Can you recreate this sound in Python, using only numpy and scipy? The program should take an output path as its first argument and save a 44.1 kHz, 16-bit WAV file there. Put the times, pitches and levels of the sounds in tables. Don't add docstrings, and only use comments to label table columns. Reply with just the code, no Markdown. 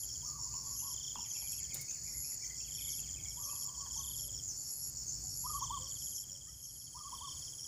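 import sys
import numpy as np
from scipy import signal
from scipy.fft import rfft, irfft, next_fast_len
from scipy.io import wavfile
from scipy.ndimage import map_coordinates

SR = 44100
rng = np.random.default_rng(int(sys.argv[2]) if len(sys.argv) > 2 else 0)


def dump_mix(stems):
    frames = np.atleast_2d(stems).T
    limited = np.clip(frames, -1, 1)
    pcm = np.round(limited * 32767).astype(np.int16)
    wavfile.write(sys.argv[1], SR, pcm)


N = 338247
TIME = np.arange(N) / SR


def amp(db):
    return 10 ** (np.asarray(db) / 20)


def unit(x):
    return x / np.sqrt(np.mean(x ** 2) + 1e-20)


def along(points, hz):
    point_hz, values = np.transpose(points)
    return np.interp(np.log(hz + 1), np.log(point_hz + 1), values)


def curve(points):
    return np.interp(TIME, *np.transpose(points))


def wobble(rate_hz):
    knots = rng.standard_normal(int(N * rate_hz / SR) + 4)
    return map_coordinates(knots, [TIME * rate_hz])


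def gate(start_s, end_s, edge_s):
    return np.clip(np.minimum(TIME - start_s, end_s - TIME) / edge_s + .5, 0, 1)


def filtered(x, response):
    m = next_fast_len(len(x) + 8192)
    return irfft(rfft(x, m) * response(np.fft.rfftfreq(m, 1 / SR)), m)[:len(x)]


def noise(spectrum):
    return unit(filtered(rng.standard_normal(N), lambda hz: amp(along(spectrum, hz))))


def band(centre_hz, octaves, size=N):
    def bell(hz):
        return np.exp(-.5 * (np.log2((hz + 1) / centre_hz) / octaves) ** 2)
    return unit(filtered(rng.standard_normal(size), bell))


def add(track, s, sound):
    i = round(s * SR)
    part = sound[max(-i, 0):max(N - i, 0)]
    track[max(i, 0):][:len(part)] += part


def echoed(x, echo_db):
    # f/Hz, t60/s
    trees = [(500, 0.37), (3000, 0.42), (10000, 0.072)]
    hz, t, z = signal.stft(rng.standard_normal(SR // 2), SR, nperseg=256)
    decay = amp(-60 * t / along(trees, hz)[:, None])
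    tail = signal.istft(z * decay, SR)[1]
    path = amp(echo_db) * tail / np.linalg.norm(tail)
    path[0] += 1
    return signal.fftconvolve(x, path)


def lull(depth=1):
    # t/s, level/dB
    lull_db = [(5.8, 0), (6.15, -1.8), (6.55, -6.8), (6.85, -5.8), (7.35, 0)]
    return amp(depth * curve(lull_db))


def wings(hz, rate, glide_hz, sharp, rough, octaves, drift=0.028, jitter=.007, uneven_db=1.0):
    stroke = np.cumsum(rate * (1 + drift * wobble(12))) / SR % 1
    pulse = np.abs(np.sin(np.pi * stroke)) ** sharp * amp(uneven_db * wobble(rate))
    pitch_hz = hz * (1 + jitter * wobble(rate)) + glide_hz * (stroke - .5)
    tone = np.sqrt(2) * np.sin(2 * np.pi * np.cumsum(pitch_hz) / SR)
    return unit(pulse * (tone + rough * band(hz, octaves)))


def chirps(bouts, period_s, length_s, edge_s, vary_db=.3):
    level = np.zeros(N)
    for first, last, db in bouts:
        count = round((last - first) / period_s) + 1
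        for s in np.linspace(first, last, count):
            chirp_gain = amp(db + vary_db * rng.standard_normal())
            level += chirp_gain * gate(s - length_s / 2, s + length_s / 2, edge_s)
    return level


def crickets():
    # first chirp t/s, last chirp t/s, relative level/dB
    high_bouts = [(.036, 1.752, -42.7), (1.933, 6.461, -43.4), (6.62, 7.02, -52)]
    low_bouts = [(.11, 1.532, -48.6), (2.108, 2.93, -49.5), (3.31, 3.948, -49.6), (4.21, 5.63, -49),
                 (5.865, 7.62, -49.3)]
    high_period_s, low_period_s = .133, .16
    shrill = wings(7045, rate=97, glide_hz=700, sharp=2.5, rough=.45, octaves=.04,
                   drift=.06, jitter=.009, uneven_db=.9)
    rattle = wings(5490, rate=89, glide_hz=-750, sharp=3.5, rough=.7, octaves=.08,
                   drift=.02, jitter=.02, uneven_db=1)
    high = amp(-4.0) * chirps(high_bouts, high_period_s, length_s=0.074, edge_s=0.035)
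    high += amp(-19) * chirps(high_bouts, high_period_s, length_s=0.25, edge_s=0.044)
    low = amp(.2) * chirps(low_bouts, low_period_s, length_s=0.074, edge_s=0.027)
    return echoed(lull() * (high * shrill + low * rattle), echo_db=-9)[:N]


def katydid():
    # start t/s, end t/s
    phrases = [(-.25, .058), (.636, .939), (1.253, 1.603), (2.032, 2.352), (2.659, 3.011), (3.293, 3.648),
               (3.92, 4.284), (4.566, 4.902), (5.236, 5.595), (5.873, 6.243), (6.473, 6.86)]
    base_db, lull_depth = -47.8, 1.4
    level = np.zeros(N)
    for start, end in phrases:
        swell_db = np.interp(TIME - start, [0, .08, .15], [-11, -6.5, 0.5])
        level += amp(base_db + swell_db) * (TIME > start) * (TIME < end)
    buzz = wings(11280, rate=143, glide_hz=-500, sharp=1.8, rough=.3, octaves=.04,
                 drift=.008, jitter=.004, uneven_db=.5)
    rasp = amp(-9.5) * band(10780, octaves=0.026)
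    return echoed(level * lull(lull_depth) * (buzz + rasp), echo_db=-16)[:N]


def whistle(shape, ratio=1, vary=0.00812, overtone_db=-60, order=2):
    s, hz, db = np.transpose(shape)
    t = np.arange(s[0], s[-1], 1 / SR)
    pitch_hz = np.interp(t, s, hz) * ratio * (1 + vary * rng.standard_normal())
    phase = 2 * np.pi * np.cumsum(pitch_hz) / SR
    tone = np.sin(phase) + amp(overtone_db) * np.sin(order * phase)
    return np.sqrt(2) * amp(np.interp(t, s, db)) * tone


def tick_times(climax, opening_gap, after_gap, count=20):
    rush_gap_s, rush_ticks, quicken_ticks = .034, 5.83, 2.47
    tire_s = .0013
    k = np.arange(count)
    gaps_before = np.interp(k, [rush_ticks, rush_ticks + quicken_ticks], [rush_gap_s, opening_gap])
    before = np.cumsum(gaps_before)
    after = np.cumsum(after_gap + tire_s * k)
    return climax + np.concatenate([-before[::-1], [0], after])


def ticking_bird():
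    # start t/s, climax t/s, end t/s, opening gap/s, first gap after climax/s, opening relative level/dB
    runs = [(-.1, -.492, .26, .05, .047, -60), (.74, 1.116, 1.74, .039, .0475, -62),
            (2.42, 2.8905, 3.72, .053, .0489, -60), (3.73, 4.1485, 4.43, .0573, .0472, -55),
            (5.44, 5.777, 6.44, .0423, .0463, -63.5), (6.47, 7.324, 7.68, .0554, .0512, -59.5),
            (6.44, 7.46, 7.1, .06, .05, -63.5)]
    # t from climax/s, level/dB
    run_level = [(-.13, -48), (-.03, -45.5), (.1, -50), (.8, -55)]
    # t/s, f/Hz, level/dB
    tick = [(-.013, 3420, -27), (-.005, 3290, -9), (0, 3213, -4), (.004, 3100, -6.5), (.01, 2900, -33)]
    lead_in = [(0, 3640, -24), (.003, 3540, -3), (.009, 3430, -4), (.014, 3450, -24)]
    swell_s = .33
    track = np.zeros(N)
    for start, climax, end, opening_gap, after_gap, opening_db in runs:
        times = tick_times(climax, opening_gap, after_gap)
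        course = np.transpose([(-swell_s, opening_db), *run_level])
        levels_db = np.interp(times - climax, *course) + .5 * rng.standard_normal(len(times))
        for s, db in zip(times, levels_db):
            if start < s < end:
                note = whistle(tick, ratio=1.007, vary=.008, overtone_db=-19.5, order=3)
                add(track, s + tick[0][0], amp(db + .7) * note)
                effort = np.clip((db + 53.5) / 8, 0, 1)
                add(track, s - .016, amp(db - 5.5) * effort * whistle(lead_in))
    return echoed(track, echo_db=-12)[:N]


def songbirds():
    # t/s, relative level/dB
    lisps = [(0.27, -48.5), (0.799, -44), (1.31, -45.5), (1.906, -45.5), (2.457, -45), (2.914, -46),
             (3.447, -43.5), (3.985, -42.5), (4.5, -43.5), (5.09, -43), (5.637, -44.5), (6.158, -46.5),
             (6.65, -51)]
    # t/s, relative level/dB, pitch ratio
    warbles = [(1.155, -60.5, 1.05), (1.508, -58.5, 0.96), (1.864, -61, 0.95), (2.224, -62, 0.94),
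               (2.59, -61, .99), (2.974, -63, 0.97)]
    # t/s, motif, relative level/dB, echo level/dB
    whistles = [(.226, "long", -63, -.5), (3.365, "long", -64, -.5), (5.437, "brief", -44.6, -13),
                (6.944, "brief", -52, -12)]
    motifs = {"long": [(0, "waver", 1, .985), (.147, "short", -2.5, .945), (.22, "waver", -5, .97),
              (.297, "short", -2, .95), (.403, "arch", -1, .995), (.59, "arch", -.5, .985)],
              "brief": [(0, "waver", -1.5, .99), (.169, "short", .5, .98), (.26, "arch", 0, 1)]}
    # t/s, length/s, start f/Hz, end f/Hz, level/dB
    slurs = [(.53, 0.018, 2330, 3170, -68), (.63, .07, 3450, 3200, -77), (0.787, 0.04, 2680, 3050, -66.5),
             (3.22, 0.063, 815, 795, -74), (3.412, 0.089, 559, 588, -71.5), (3.475, 0.062, 2400, 2780, -67),
             (3.655, 0.052, 704, 670, -77), (4.196, .16, 640, 533, -76), (5.223, 0.071, 790, 706, -72),
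             (5.78, 0.105, 491, 564, -69.5), (6.028, 0.066, 660, 605, -75.5), (6.298, 0.096, 535, 590, -74)]
    # t/s, f/Hz, level/dB
    lisp = [(-.029, 6900, -35), (-.022, 6500, 1), (-.017, 6170, -14), (-.015, 6940, -18),
            (-.009, 6400, 1.5), (-.003, 5850, -5), (0, 6800, -6), (.006, 6300, 2.5), (.012, 5950, -8),
            (.02, 5300, -27), (.024, 5100, -37)]
    warble = [(0, 2197, -25), (.02, 2720, -0.5), (.038, 2973, -21), (.075, 3030, -14), (.095, 2317, -6.5),
              (.115, 1830, -16.5), (.14, 1800, -30), (.178, 2100, -16), (.2, 2650, -2.5), (.22, 2180, -2),
              (.24, 2400, -57), (.265, 1910, -18.5), (.288, 2300, 3.5), (.305, 2360, -23)]
    hoots = {"waver": [(0, 894, -16), (.008, 960, -2.5), (.025, 1020, 3), (.033, 1220, 0),
             (.048, 1260, -17.5), (.068, 1200, 4.5), (.086, 1240, -10.5), (.1, 1110, -4), (.113, 1100, 5),
             (.134, 1200, 2), (.152, 1020, -7), (.163, 950, -28)], "short": [(0, 899, -19),
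             (.009, 917, -5.5), (.019, 1043, 6.5), (.029, 1167, 2.5), (.042, 1050, -7.5), (.055, 890, -14)],
             "arch": [(0, 873, -12), (.012, 953, 6), (.026, 1129, -4), (.045, 1141, 4.5),
             (.064, 1115, -3.5), (.08, 1031, 3.5), (.092, 990, -26)]}
    track = np.zeros(N)
    for s, db in lisps:
        note = amp(db + 3.0) * whistle(lisp, overtone_db=-21.5)
        add(track, s + lisp[0][0], echoed(note, echo_db=-4.5))
    for s, db, ratio in warbles:
        note = amp(db) * whistle(warble, ratio, vary=0.0156)
        add(track, s, echoed(note, echo_db=-1))
    for s, motif, db, echo_db in whistles:
        for delay, shape, note_db, ratio in motifs[motif]:
            note = amp(db + note_db) * whistle(hoots[shape], ratio)
            add(track, s + delay, echoed(note, echo_db))
    for s, length, start_hz, end_hz, db in slurs:
        note = whistle([(0, start_hz, db), (length, end_hz, db)])
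        add(track, s, echoed(note * signal.windows.tukey(len(note)), echo_db=-4.5))
    return track


def nasal_call():
    # t/s, f/Hz, relative level/dB
    nasal = [(0, 520, -16), (.015, 596, -1), (.033, 656, 0), (.05, 630, -11), (.065, 520, -20)]
    track = np.zeros(N)
    call = amp(-72) * whistle(nasal, ratio=2) + amp(-74) * whistle(nasal, ratio=3)
    add(track, 6.46, call)
    return echoed(track, echo_db=-14)[:N]


def fronds():
    # t/s, level/dB, t60/s, centre f/Hz, width/octaves
    snaps = [(1.52, -30.5, 0.017, 9300, .45), (1.528, -47, .07, 7000, 0.39),
             (1.744, -31, 0.037, 10500, 0.93), (1.755, -51, 0.2, 3000, 2.9),
             (1.811, -38.5, 0.067, 10850, .9), (1.91, -55, 0.028, 2500, 0.73), (3.67, -52, .05, 12400, .3),
             (1.157, -45, 0.062, 993, 0.14), (1.165, -57, 0.18, 232, 0.2), (1.188, -50.5, 0.073, 906, 0.11),
             (1.36, -63.5, 0.12, 790, 0.31), (1.425, -59, .1, 840, 0.17), (1.75, -56.5, 0.18, 502, 0.48),
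             (3.862, -53, .1, 966, 0.18), (3.863, -59, 0.059, 1600, 0.17)]
    track = np.zeros(N)
    t = np.arange(SR // 4) / SR
    for s, db, t60, centre_hz, octaves in snaps:
        decay = np.exp(-np.log(1000) * t / t60)
        add(track, s, amp(db) * decay * band(centre_hz, octaves, size=len(t)))
    return echoed(track, echo_db=-9)[:N]


def chorus():
    # start t/s, end t/s, relative level/dB
    trills = [(-.1, .76, -58), (1.35, 3.12, -57.8), (3.42, 4.23, -59.5), (4.53, 6.03, -58),
              (6.65, 7.48, -59)]
    # t/s, level/dB
    high_trill = [(1.1, -71), (1.7, -62.5), (5, -61)]
    # t/s, level/dB
    far_katydid_level = [(0, -65), (3.2, -70.5), (6.3, -70), (7.15, -57.5)]
    # f/Hz, relative level/dB
    sizzle_spectrum = [(3800, -41), (4400, -14), (4850, -8), (5200, -7), (5600, -6), (5950, -5), (6300, -4),
                       (6800, 4), (7200, -1), (7550, -18), (8300, -21.5), (9000, -60)]
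    start_db, fade_db_per_s = -51.9, .2
    far_db = start_db - fade_db_per_s * TIME
    spells = sum(amp(db) * gate(start, end, edge_s=.1) for start, end, db in trills)
    low = amp(-5) * spells * wings(4510, rate=70, glide_hz=-200, sharp=0.69, rough=1.0, octaves=0.021)
    middle = amp(far_db - 9.5) * wings(5150, rate=77, glide_hz=-150, sharp=4.2, rough=0.85, octaves=0.01)
    high = amp(curve(high_trill)) * wings(8060, rate=66, glide_hz=148, sharp=0.45, rough=0.5,
                                          octaves=0.0083, jitter=.006)
    far_katydid = amp(curve(far_katydid_level)) * wings(10780, rate=135, glide_hz=-500, sharp=.8,
                                                        rough=2.5, octaves=.04)
    far_cricket = amp(far_db - 1.5) * wings(6780, rate=83, glide_hz=753, sharp=1.3, rough=0.58,
                                            octaves=0.096, drift=.04)
    sizzle_db = far_db + 2.5 + 1.4 * wobble(8.1) + 2.1 * wobble(230)
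    sizzle = amp(sizzle_db) * noise(sizzle_spectrum)
    return far_katydid + lull(depth=.9) * (low + middle + high + far_cricket + sizzle)


def air():
    # t/s, level/dB
    rumble_level = [(0.0, -64), (0.04, -59), (0.21, -55), (1.37, -61), (1.77, -53), (1.9, -63), (2.2, -54),
                    (2.29, -62), (3.2, -53), (3.53, -61), (4.36, -54), (4.76, -63), (4.8, -57), (5.77, -52),
                    (6.11, -61), (7.07, -62), (7.35, -57), (7.67, -63)]
    # f/Hz, relative level/dB
    rumble_spectrum = [(15, -46), (30, -17), (45, -12), (60, -4), (85, 0), (145, -0.5), (185, -15),
                       (280, -17.5), (420, -30), (1000, -48.5)]
    hiss_spectrum = [(200, 10), (550, 2.5), (900, 0), (1600, -4.5), (3800, -9.5), (8000, 0), (9500, -2.5),
                     (12000, 4), (13800, 0.5), (15500, 1)]
    level_db = curve(rumble_level)
    rumble = amp(level_db - 1.4) * noise(rumble_spectrum)
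    drone_hz = 60 + 2.39 * wobble(8)
    tone = np.sqrt(2) * np.sin(2 * np.pi * np.cumsum(drone_hz) / SR)
    drone_db = -62.8 + 1.5 * (level_db - level_db.mean())
    drone = amp(drone_db) * unit(tone + 1.3 * band(58.7, octaves=0.23))
    hiss = amp(-59.7 + 0.89 * wobble(25)) * lull(depth=.9) * noise(hiss_spectrum)
    return drone + rumble + hiss


def scene():
    insects = crickets() + katydid() + chorus()
    birds = ticking_bird() + songbirds() + nasal_call()
    return (insects + birds + fronds() + air())[None]


def record(dry):
    top_hz = 15550
    return np.array([filtered(x, lambda hz: hz < top_hz) for x in dry])


dry = scene()
out = record(dry)
dump_mix(out)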